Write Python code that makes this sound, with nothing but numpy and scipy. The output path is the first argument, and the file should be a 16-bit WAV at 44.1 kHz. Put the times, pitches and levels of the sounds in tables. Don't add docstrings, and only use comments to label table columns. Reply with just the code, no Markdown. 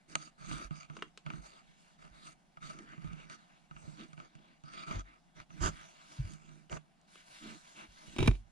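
import sys
import numpy as np
from scipy import signal
from scipy.fft import rfft, irfft, next_fast_len
from scipy.io import wavfile
from scipy.ndimage import uniform_filter1d

SR = 44100
rng = np.random.default_rng(int(sys.argv[2]) if len(sys.argv) > 2 else 0)


def dump(signal):
    limited = np.clip(np.atleast_2d(signal).T, -1, 1)
    pcm = np.round(limited * 32767).astype(np.int16)
    wavfile.write(sys.argv[1], SR, pcm)


N = 375291
FILTER_LENGTH = 4096
FREQS = np.fft.rfftfreq(FILTER_LENGTH, 1 / SR)
BAND_EDGE_HZ = 15000
QUIET_DB = -70.5
ATTACK_SHARE, RELEASE_SHARE, SPEED_POWER = 0.43, 0.58, 0.9
RESTLESS_DB, RESTLESS_WALL_DB = -76, -82

# (start [s], length [s], level [dB], extra treble [dB],
# share ringing in the hollow [0-1], low wall drumming [dB], upper wall drumming [dB])
PAW_STROKES = [(0.079, 0.093, -59, 3.5, 0.75, -62, -58.5), (0.168, 0.14, -56.5, 3, 0.88, -62.5, -63.5),
               (0.374, 0.25, -54, -0.5, 0.69, -51, -70), (.46, 0.13, -50, 2, 0.79, -43.5, -54.5),
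               (0.528, .16, -51, 1, 0.68, -59, -56), (0.698, .18, -57, -3, 0.97, -60, -76),
               (0.878, 0.23, -64.5, -3.5, 0.87, -58, -61.5), (1.246, .19, -59, -3, 0.53, -47.5, -57.5),
               (1.41, 0.12, -59.5, 6, 0.59, -68, -82), (1.489, 0.14, -61, -2.5, 0.36, -76, -87),
               (1.975, 0.14, -62.5, -2.5, 0.58, -57, -88), (2.1, 0.19, -63, -1, 0.42, -67, -75),
               (2.208, 0.14, -59, 4, 0.65, -63.5, -68.5), (2.602, 0.17, -55, 2, 0.6, -51.5, -71),
               (2.71, 0.19, -63, -0.5, 0.59, -62.5, -57), (2.838, 0.17, -60.5, -8, 0.25, -60.5, -60.5),
               (2.981, 0.2, -60.5, -4.5, .55, -51, -68), (3.122, 0.2, -61, -6, 0.57, -57.5, -70),
               (3.285, 0.092, -54.5, -1.5, 0.7, -67, -65.5), (3.34, 0.11, -64.5, -9, 0.44, -68, -84),
               (3.69, 0.49, -64, 2, 0.47, -60, -68), (3.97, 0.11, -56, -6.5, 0.81, -61, -52.5),
               (4.158, .13, -60, -8.5, 0.64, -63, -68), (4.632, 0.24, -59.5, -8, 0.95, -59.5, -75),
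               (4.707, 0.17, -50.5, -11.5, 0.99, -60, -60.5), (4.856, 0.17, -46, -4.5, 0.82, -46, -53.5),
               (5.03, 0.17, -66, -14, 0.59, -89, -72.5)]
# (start [s], length [s], level [dB], extra treble [dB],
# share ringing in the hollow [0-1], low wall drumming [dB], upper wall drumming [dB])
FUR_STROKES = [(1.598, 0.25, -74, -2, .3, -70.5, -82), (1.758, 0.22, -74, 5.5, .2, -86, -91),
               (3.348, 0.35, -72, -7, 0.48, -79, -82), (4.268, .33, -68.5, -33, .4, -76, -70.5),
               (5.346, .1, -55.5, -8, 0.96, -60.5, -65.5), (5.488, 0.32, -58.5, -3, 0.86, -49.5, -61),
               (5.658, 0.35, -57, -1, 0.88, -72, -77), (5.785, .06, -57.5, -9, 0.76, -66, -79),
               (5.92, 0.46, -59.5, -1.5, 0.78, -73, -83), (6.07, 0.18, -62.5, 4, 0.62, -78, -67.5),
               (6.2, 0.2, -58.5, 0, 0.95, -52.5, -64), (6.358, .32, -66, 1.5, 0.99, -62, -66.5),
               (7.072, .19, -65.5, 5.5, .05, -96, -96), (7.222, 0.43, -60.5, 7.5, .05, -83, -87),
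               (7.401, 0.19, -51, -9, 0.91, -56, -51.5), (7.55, 0.31, -63.5, 4, 0.18, -92, -88),
               (7.742, .14, -54, -7, 0.31, -67, -59.5), (7.842, 0.35, -63, 2, 0.2, -75, -90),
               (8.002, 0.4, -61, 4, 0.26, -67, -58.5), (8.318, .12, -81, 9, .3, -75, -77.5)]
# (start [s], length [s], level [dB], shudder [dB], left over right [dB])
FLANK_SHOVES = [(5.592, .124, -34, -34.5, -3.5)]
# (start [s], length [s], level [dB], shudder [dB], left over right [dB])
PAW_SCUFFS = [(6.694, .096, -46, -52, -2.5)]
# (time [s], tick peak [dB], treble against the tick [dB], wall ring [dB])
TAPS = [(0.155, -20, -9, -53), (0.514, -32.5, -21, -38), (0.709, -40.5, -24, -39), (0.9, -43.5, -26, -46.5),
        (0.97, -44, -29, -62), (1.264, -35.5, -32, -45.5), (1.303, -35, -28, -50),
        (1.336, -40.5, -36, -44.5), (2.572, -44.5, -36, -60), (2.789, -43, -10.5, -55),
        (2.933, -45, -35, -74), (2.979, -49, -29, -46.5), (3.045, -47, -21.5, -40.5),
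        (3.132, -48, -11, -45), (3.299, -38.5, -10, -57), (3.711, -42.5, -35, -52),
        (3.765, -45, -34, -56.5), (3.878, -64, -20, -44.5), (4.132, -46.5, -12, -54),
        (4.178, -46, -29, -53), (4.201, -40, -30, -54), (4.353, -49, -12, -53.5),
        (4.638, -50.5, -13, -51.5), (4.91, -35, -22, -39), (5.505, -49.5, -35, -57),
        (6.727, -37, -16, -40.5), (8.076, -58, -22, -55)]
# (time [s], peak [dB], treble [dB], crackle decay [s])
KNOCKS = [(8.164, -31, 4, 0.0075), (8.185, -22.5, 4.5, 0.0086), (8.190, -24.5, 1, 0.0017),
          (8.206, -24.5, 0, 0.0044), (8.228, -20, 1, 0.0043), (8.232, -26.5, -4, 0.0026),
          (8.261, -31, 13, 0.0065), (8.276, -21, 13.5, 0.0049), (8.278, -14, -42, 0.0055),
          (8.313, -31.5, 0, 0.0034), (8.336, -51, 6, .005), (8.355, -49, 4, .003)]
# (start [s], length [s], level [dB], shudder [dB])
FLAP_DRAGS = [(8.178, .105, -42, -31.5), (8.276, .095, -58, -57)]
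# (time [s], peak [dB], treble [dB], crackle decay [s])
EDGE_CLICKS = [(.968, -38.5, -3, 0.0032), (.991, -45.5, -15, 0.0026), (1.024, -26, -4.5, 0.0039),
               (1.176, -38, 9.5, 0.004), (6.322, -47, 22, .006), (6.337, -43.5, 27, 0.0036),
               (6.698, -44, -5, 0.0022), (6.728, -43.5, 1, 0.0034), (6.772, -38, -15, 0.0036),
               (7.015, -57, 29, .002), (7.157, -46.5, 0, 0.0037)]
# (time [s], build-up [s], sway peak [dB], floor panel peak [dB],
# pitch factor of the loaded panel [ratio], left over right [dB])
THUDS = [(.07, 0.026, -72, -77, 1.1, 0), (.53, 0.021, -47, -49, 1.1, -5), (.64, 0.014, -45, -68, 1.8, -8),
         (1.369, 0.034, -48, -67, 1.5, -4), (2.1, 0.019, -57, -65, 1.05, -7),
         (3.05, 0.045, -48, -50, 0.83, -4), (3.738, 0.014, -58, -79, 0.86, -3),
         (3.83, 0.019, -62, -54, 0.87, 0), (4.93, 0.061, -35, -37.5, 0.89, 2.5),
         (5.381, 0.028, -64, -59, 1.08, 0), (5.599, 0.025, -33, -37, 1.04, -15),
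         (5.681, 0.0056, -43, -33.5, 1.5, -1), (6.18, 0.029, -33.5, -28, 1.21, -0.5),
         (6.234, 0.022, -40, -36.5, 0.9, 0), (7.87, .03, -57, -63.5, 0.84, -1),
         (8.07, .03, -58, -64, 0.82, 0), (8.188, 0.032, -41, -28, 1.306, -7),
         (8.278, 0.008, -18, -13.5, 1.05, -2)]

# (frequency [Hz], gain [dB])
PAD_COLOUR = [(150, -10), (500, -2.5), (1000, 0.5), (1750, -0.5), (3000, 0.5), (4000, -4), (5500, -11),
              (7500, -15.5), (9000, -15), (10400, -37), (11500, -40), (14000, -60)]
# (frequency [Hz], gain [dB])
FUR_COLOUR = [(150, -2.5), (500, 2), (1000, 3.5), (1750, 7), (3000, -3), (4200, -8), (5500, -14),
              (7500, -12), (9000, -17.5), (10300, -17.5), (11500, -31), (14000, -44)]
# (frequency [Hz], gain [dB])
COAT_COLOUR = [(150, -9), (500, -1.5), (1000, 5.5), (1750, 2.5), (3000, -1), (4200, -6), (5500, -9),
               (7500, -10.5), (9000, -17.5), (10300, -15), (11500, -32), (14000, -40)]
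# (frequency [Hz], gain [dB])
FLANK_COLOUR = [(150, -9), (500, -4), (750, 6), (950, 4.5), (1250, 10), (1650, 6), (2300, -10.5),
                (3100, -1.5), (3600, -11), (4200, -16), (4900, -9), (5700, -11.5), (7050, -6.5),
                (8500, -22), (10400, -22.5), (11500, -42), (14000, -40)]
# (frequency [Hz], gain [dB])
SHUDDER_COLOUR = [(18, -8), (30, 1.5), (135, -2.5), (190, -11), (235, -9.5), (290, -10), (380, -10),
                  (467, -27), (523, -30), (600, -20), (780, -56), (1320, -120)]
# (frequency [Hz], gain [dB])
SCUFF_COLOUR = [(150, -1), (320, 7.5), (520, 10), (900, 6), (1400, 2), (2200, 0), (3000, -16), (5000, -15),
                (7200, -10.5), (9000, -24), (10400, -26), (14000, -65)]
# (frequency [Hz], gain [dB])
TICK_COLOUR = [(200, -19), (500, 1.5), (800, 5.5), (1200, 7), (1900, 0), (2450, 3.5), (3050, 5.5),
               (4000, -6.5), (5500, -10.5), (7500, -11), (9000, -15), (11000, -40), (14000, -50)]
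# (frequency [Hz], gain [dB])
KNOCK_COLOUR = [(100, 1.5), (190, 1.5), (240, 14), (310, 4), (390, 3), (520, -6.5), (1000, -7), (1600, -9),
                (3200, -8.5), (4300, -18.5), (6500, -20.5), (9000, -28), (10500, -31), (11700, -43),
                (14000, -47)]
# (frequency [Hz], gain [dB])
CLICK_COLOUR = [(150, -14), (400, 1), (620, -7), (820, -11), (1200, 3), (1900, -6), (3000, 0), (4000, -13),
                (6000, -13.5), (9000, -22), (11000, -38), (14000, -62)]
# (frequency [Hz], gain [dB])
RUMBLE_COLOUR = [(12, -9.5), (28, 4), (48, -3.5), (80, -9.5), (120, -24), (250, -52.5)]
# (frequency [Hz], gain [dB])
QUIET_COLOUR = [(12, -48), (20, 1.5), (48, -5.5), (92, -22.5), (168, 5), (495, -18), (709, -5), (1020, -16),
                (2600, -24.5), (8540, -33), (10100, -34), (11900, -47), (14800, -68)]

# (frequency [Hz], width [Hz], left height [dB], right height [dB])
CAVITY_MODES = [(680, 170, 13, 14), (1276, 146, 9, 7), (1275, 424, 15.5, 16.5), (2090, 540, 2, 3),
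                (2495, 620, -3.5, 8.5), (3790, 570, 1.5, 5), (4690, 590, 3.5, 15), (5980, 600, 14, 8),
                (6680, 1160, -11.5, 17), (8390, 790, -5, 17.5), (9900, 600, 12, -4)]
# (frequency [Hz], width [Hz], left height [dB], right height [dB])
FLAP_MODES = [(380, 114, 7, 2.5), (600, 130, 3.5, 7), (1020, 180, 1.5, 5), (1240, 230, 1, 3),
              (2340, 180, 6, 8), (2600, 330, -1, 12), (2970, 300, 5.5, 1), (3810, 340, 9, 10),
              (5170, 500, 4, 3), (7850, 370, 2, -9), (10100, 500, 10, -9)]
# (frequency [Hz], T60 [s], level [dB])
PANEL_MODES = [(107.5, 0.086, 10.5), (228.5, 0.1, -9), (302, 0.12, -10), (372, .08, 3)]
# (frequency [Hz], T60 [s])
SWAY_MODE = (45.5, 0.25)
# (frequency [Hz], T60 [s], level [dB])
WALL_LOW_MODES = [(154, 0.17, 0.5), (168.3, 0.15, -5.5), (200, 0.099, -9)]
# (frequency [Hz], T60 [s], level [dB])
WALL_HIGH_MODES = [(223, 0.075, 1), (257, 0.048, 3), (301.8, 0.069, 0.5), (360, 0.026, -20.5)]

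# (frequency [Hz], left lead [rad])
INSIDE_PHASE = [(100, 3), (1300, 3), (2000, 2), (2500, 1), (3000, 1), (4800, 1.1), (5600, -0.1),
                (6500, -2.5), (8500, -3), (14000, -2)]
# (frequency [Hz], left lead [rad])
WALL_PHASE = [(300, 7), (420, 3.5), (600, 4), (1250, 3), (1650, 2), (2200, 1.65), (3000, 0.6), (4500, 0.5),
              (6000, -2.3), (7200, -3), (14000, -5.5)]
# (frequency [Hz], left lead [rad])
FLAP_PHASE = [(100, 0.44), (500, .1), (1100, 1.4), (1600, 1.2), (2500, 1.16), (3800, 0.39), (6000, 1.5),
              (14000, 1.8)]
# (frequency [Hz], T60 [s])
ROOM_DECAY = [(100, 0.35), (500, 0.069), (2500, 0.17), (10000, 0.21)]


def gain_of(db):
    return 10 ** (np.asarray(db) / 20)


def evened(x):
    return x / np.sqrt(np.mean(x ** 2) + 1e-20)


def read(points, hz=FREQS):
    f, value = np.transpose(points)
    return np.interp(np.log(hz + 1), np.log(f + 1), value)


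def add(mix, s, sound):
    part = mix[..., max(round(s * SR), 0):][..., :sound.shape[-1]]
    part += sound[..., :part.shape[-1]]


def colour(x, db):
    log_gain = np.log(gain_of(np.maximum(db - db.max(), -100)))
    circle = np.concatenate([log_gain, log_gain[-2:0:-1]])
    response = np.fft.ifft(np.exp(np.conj(signal.hilbert(circle)))).real
    return signal.oaconvolve(x, response)[:len(x)]


def heard(x, port_db):
    return np.array([colour(x, db) * gain_of(db.max()) for db in port_db])


def noise_pair(size, points, apart):
    shared, left, right = (colour(rng.standard_normal(size), read(points)) for _ in range(3))
    return evened(shared + apart * np.array([left, right]))


def treble(corner_hz=4000):
    return FREQS ** 4 / (FREQS ** 4 + corner_hz ** 4)


def resonance_db(modes):
    return sum(np.outer(db, 2 ** -((2 * (FREQS - hz) / width) ** 2)) for hz, width, *db in modes)


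def ring(hz, t60, t):
    return np.sin(2 * np.pi * hz * t) * np.exp(-np.log(1000) * t / t60)


def pan(x, side_db):
    return x * gain_of(np.array([[side_db], [-side_db]]) / 2)


def ports(x, phase):
    size = next_fast_len(N + FILTER_LENGTH)
    lag = np.exp(-1j * read(phase, np.fft.rfftfreq(size, 1 / SR)))
    return np.array([x[0], irfft(rfft(x[1], size) * lag, size)[:N]])


def reflections(x, t60s, delay_s):
    echoes = rng.choice([-1., 1.], (2, SR // 2)) * (rng.random((2, SR // 2)) < 1 / 10)
    hz, t, z = signal.stft(echoes, SR, nperseg=128)
    decay = gain_of(-60 * t / read(t60s, hz)[:, None])
    tail = signal.istft(z * decay, SR, nperseg=128)[1]
    tail *= np.arange(tail.shape[1]) > delay_s * SR
    tail = tail / np.linalg.norm(tail, axis=1, keepdims=True)
    return signal.oaconvolve(x, tail, axes=1)[:, :N]


def friction(slips_per_s, spread_db, smooth, judder_db, size=N):
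    hiss, sign, wobble = rng.standard_normal((3, size))
    slip_size = gain_of(spread_db * np.minimum(rng.exponential(1, size), 4))
    slips = sign * slip_size * (rng.random(size) < slips_per_s / SR)
    pressure = evened(uniform_filter1d(uniform_filter1d(wobble, size=500), size=300))
    share = np.clip(smooth, 0, 1)
    contact = np.sqrt(share) * hiss + np.sqrt(1 - share) * evened(slips)
    return evened(contact * gain_of(judder_db * pressure))


def patch(port_db, slips_per_s, spread_db, smooth, judder_db, size=N, apart=0.31, treble_apart=1.0):
    shared, *own = (friction(slips_per_s, spread_db, smooth, judder_db, size) for _ in range(3))
    unlike_db = 20 * np.log10(abs(apart + treble_apart * treble()) + 1e-6)
    pair = []
    for x, db in zip(own, port_db):
        own_db = db + unlike_db
        pair.append(colour(shared, db) + colour(x, own_db) * gain_of(own_db.max() - db.max()))
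    return evened(np.array(pair) * gain_of(port_db.max(1))[:, None])


def wander(x, patchy_db, patch_hz=700, patch_s=.06):
    z = signal.stft(x, nperseg=512)[2]
    field = rng.standard_normal(z.shape[1:])
    bins, frames = max(round(patch_hz * 512 / SR), 1), max(round(patch_s * SR / 256), 1)
    for _ in range(2):
        field = uniform_filter1d(uniform_filter1d(field, bins, 0), frames, 1)
    return evened(signal.istft(z * gain_of(patchy_db * evened(field)), nperseg=512)[1][:, :N])


def swells(strokes, gains):
    power = np.zeros(N)
    for (s, length, *_), gain in zip(strokes, gains):
        u = np.linspace(0, 1, round(length * SR))
        ramp = np.clip(np.minimum(u / ATTACK_SHARE, (1 - u) / RELEASE_SHARE), 0, 1)
        speed = np.sin(np.pi / 2 * ramp)
        add(power, s, (gain * speed ** SPEED_POWER) ** 2)
    return np.sqrt(power)


def stroked(texture, strokes, share=1, corner_hz=4500):
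    level_db, treble_db = np.transpose(strokes)[2:4]
    high_pass = signal.butter(2, corner_hz, "high", fs=SR, output="sos")
    top = signal.sosfiltfilt(high_pass, texture)
    body = (texture - top) * swells(strokes, share * gain_of(level_db))
    return body + top * swells(strokes, share * gain_of(level_db + treble_db))


def drumming(column, paw_db, coat_db, restless_db):
    paws = swells(PAW_STROKES, gain_of(np.array(PAW_STROKES)[:, column] + paw_db))
    coat = swells(FUR_STROKES, gain_of(np.array(FUR_STROKES)[:, column] + coat_db))
    return np.sqrt(paws ** 2 + coat ** 2 + gain_of(RESTLESS_WALL_DB + restless_db) ** 2)


def snap(port_db, lag_s, crumple, crumple_s):
    t = np.arange(FILTER_LENGTH) / SR
    bend = irfft(np.exp(-4j * np.pi * lag_s * np.sqrt(1000 * FREQS)))
    fibres = rng.standard_normal(FILTER_LENGTH) * np.exp(-t / crumple_s)
    sound = heard(bend + crumple * fibres / np.linalg.norm(fibres), port_db)
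    return sound / abs(sound).max()


def drag(s, length, level_db, shudder_db, port_db, fade=.7):
    count = round(length * SR)
    rasp = patch(port_db, slips_per_s=900, spread_db=1.0, smooth=0.6, judder_db=0.8, size=count)
    shudder = noise_pair(count, SHUDDER_COLOUR, apart=.5)
    window, out = signal.windows.tukey(count, fade), np.zeros((2, 2, N))
    add(out, s, np.array([gain_of(level_db) * rasp, gain_of(shudder_db) * shudder]) * window)
    return out


def quiet():
    return gain_of(QUIET_DB) * noise_pair(N, QUIET_COLOUR, apart=1.0)


def brushing(level_db=1.0, deep_db=1, deep_hollow=0.55):
    hollow = np.clip(np.array(FUR_STROKES)[:, 4], 0, 1)
    coat = patch(np.array([read(COAT_COLOUR)] * 2), slips_per_s=2500, spread_db=3.5, smooth=0.84,
                 judder_db=1.4)
    coat = wander(coat, patchy_db=2)
    deep = patch(read(COAT_COLOUR) + deep_hollow * resonance_db(CAVITY_MODES), slips_per_s=1400,
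                 spread_db=4.5, smooth=0.51, judder_db=1)
    deep = wander(deep, patchy_db=4.5)
    soft_strokes = gain_of(level_db) * stroked(coat, FUR_STROKES, np.sqrt(1 - hollow ** 2))
    deep_strokes = gain_of(deep_db) * stroked(deep, FUR_STROKES, hollow)
    return soft_strokes + deep_strokes + gain_of(RESTLESS_DB) * coat


def wall(step_db=5, step_high_db=-12, left_db=-4, right_db=5, high_side_db=-3, claw_db=-23):
    t = np.arange(SR // 3) / SR
    low_shaking = drumming(-2, paw_db=0.0, coat_db=0, restless_db=2.0)
    high_shaking = drumming(-1, paw_db=-1, coat_db=-2.0, restless_db=-8.5)
    groups = [(WALL_LOW_MODES, low_shaking, step_db),
              (WALL_HIGH_MODES, high_shaking, step_db + step_high_db)]
    rings = []
    for modes, strength, blow_db in groups:
        body = sum(gain_of(db) * ring(hz, t60, t) for hz, t60, db in modes)
        body = body * (1 - np.exp(-t / 0.0042))
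        drive = friction(slips_per_s=300, spread_db=3.5, smooth=0.67, judder_db=0.7)
        sound = strength * evened(signal.oaconvolve(np.diff(drive, prepend=0), body)[:N])
        for s, tick_db, _, ring_db in TAPS:
            peak_db = max(ring_db + blow_db, tick_db + claw_db)
            add(sound, s, gain_of(peak_db) * body / abs(body).max())
        rings.append(sound)
    low, high = rings
    return np.array([-gain_of(left_db) * low, gain_of(right_db) * low]) + pan(high, high_side_db)


def rumbling():
    strength = drumming(-2, paw_db=-15, coat_db=-13.0, restless_db=-3.0)
    return strength * noise_pair(N, RUMBLE_COLOUR, apart=0.23)


def thuds(softness=0.57, lag_s=0.00047):
    t, out = np.arange(SR // 2) / SR, np.zeros((2, N))
    for s, rise, sway_db, panel_db, pitch, side_db in THUDS:
        swell = np.sin(np.pi / 2 * np.minimum(t / rise, 1)) ** 4
        sway = swell * ring(*SWAY_MODE, t)
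        panel = swell * sum(gain_of(db) * np.exp(-softness * hz * rise) * ring(hz * pitch, t60, t)
                            for hz, t60, db in PANEL_MODES)
        sway = gain_of(sway_db) * sway / abs(sway).max()
        panel = gain_of(panel_db) * panel / abs(panel).max()
        left, right = pan(sway + panel, side_db)
        add(out[0], s, left)
        add(out[1], s + lag_s, right)
    return out


def rubbing(paw_db=5, fur_db=2, fur_hollow=0.16):
    hollow = np.clip(np.array(PAW_STROKES)[:, 4], 0, 1)
    cavity = resonance_db(CAVITY_MODES)
    pads = patch(read(PAD_COLOUR) + cavity, slips_per_s=900, spread_db=4.5, smooth=0.55, judder_db=3.0)
    pads = wander(pads, patchy_db=3.5)
    fur = patch(read(FUR_COLOUR) + fur_hollow * cavity, slips_per_s=1000, spread_db=2.5, smooth=0.77,
                judder_db=-0.3)
    fur = wander(fur, patchy_db=4.0)
    pad_strokes = gain_of(paw_db) * stroked(pads, PAW_STROKES, hollow)
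    return pad_strokes + gain_of(fur_db) * stroked(fur, PAW_STROKES, np.sqrt(1 - hollow ** 2))


def catches(per_s=45, level_db=2, spread_db=5.0, hollow=0.92, treble_db=-10, vary_db=6, count=8):
    size = gain_of(spread_db * np.minimum(rng.exponential(1, N), 2)) * (rng.random(N) < per_s / SR)
    spot, out = rng.integers(0, count, N), np.zeros((2, N))
    pull = swells(PAW_STROKES, gain_of(np.array(PAW_STROKES)[:, 2] + level_db))
    for k, (depth, bright) in enumerate(rng.random((count, 2))):
        shade = read(CLICK_COLOUR) + hollow * depth * resonance_db(CAVITY_MODES)
        shade = shade + (treble_db + vary_db * 2 * bright) * treble(corner_hz=1500)
        tick = snap(shade, lag_s=0.002017, crumple=0.47, crumple_s=0.004)
        hits = size * pull * (spot == k)
        out += signal.oaconvolve(hits[None], tick, axes=1)[:, :N]
    return out


def taps(level_db=3, plain_treble_db=-13, hollow=0.75, soft_below_db=-33):
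    out = np.zeros((2, N))
    for s, db, treble_db, _ in TAPS:
        tilt_db = np.clip(treble_db - plain_treble_db, -14, 10)
        shade = read(TICK_COLOUR) + hollow * resonance_db(CAVITY_MODES) + tilt_db * treble()
        if db > soft_below_db:
            tick = snap(shade, lag_s=0.0016, crumple=0.98, crumple_s=0.002)
        else:
            tick = snap(shade, lag_s=0.001957, crumple=0.82, crumple_s=0.0078)
        add(out, s - .001, gain_of(db + level_db) * tick)
    return out


def clicks(room_db=-13):
    out = np.zeros((2, N))
    for s, db, treble_db, crackle_s in EDGE_CLICKS:
        shade = np.array([read(CLICK_COLOUR) + treble_db * treble()] * 2)
        click = snap(shade, lag_s=0.00116, crumple=1.0, crumple_s=crackle_s)
        add(out, s - .001, gain_of(db) * click)
    echoes = reflections(out, [(300, 0.15), (2000, 0.18), (8000, 0.17)], delay_s=0.0036)
    return out + gain_of(room_db) * echoes


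def shoves(hollow=0.2, treble_side_db=-7, scuff_hollow=.35):
    cavity = resonance_db(CAVITY_MODES)
    side_tilt = np.outer([1, -1], treble_side_db / 2 * treble())
    flank = read(FLANK_COLOUR) + hollow * cavity + side_tilt
    paw = read(SCUFF_COLOUR) + scuff_hollow * cavity
    flank_sound = sum(pan(drag(*row, flank, fade=.85), side_db) for *row, side_db in FLANK_SHOVES)
    paw_sound = sum(pan(drag(*row, paw, fade=0.55), side_db) for *row, side_db in PAW_SCUFFS)
    return flank_sound + paw_sound


def knocks():
    shade = read(KNOCK_COLOUR) + resonance_db(FLAP_MODES)
    out = sum(drag(*row, shade, fade=0.42).sum(0) for row in FLAP_DRAGS)
    for s, db, treble_db, crackle_s in KNOCKS:
        knock = snap(shade + treble_db * treble(), lag_s=0.00204, crumple=1.9, crumple_s=crackle_s)
        add(out, s - .001, gain_of(db) * knock)
    return out


def scene(scatter_db=-11, room_db=-19):
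    rasp, shudder = shoves()
    near = ports(rubbing() + catches() + taps(), INSIDE_PHASE)
    near = near + ports(brushing() + rasp, WALL_PHASE)
    near = near + ports(knocks(), FLAP_PHASE) + clicks()
    scattered = reflections(near, [(300, 0.037), (8000, 0.014)], delay_s=0.0012)
    near = near + gain_of(scatter_db) * scattered
    near = near + shudder + wall() + rumbling() + thuds()
    return near + gain_of(room_db) * reflections(near, ROOM_DECAY, delay_s=0.0061) + quiet()


def record(dry):
    low_pass = signal.firwin(511, BAND_EDGE_HZ, window=("kaiser", 9), fs=SR)
    return signal.oaconvolve(dry, low_pass[None], "same")


dry = scene()
out = record(dry)
dump(out)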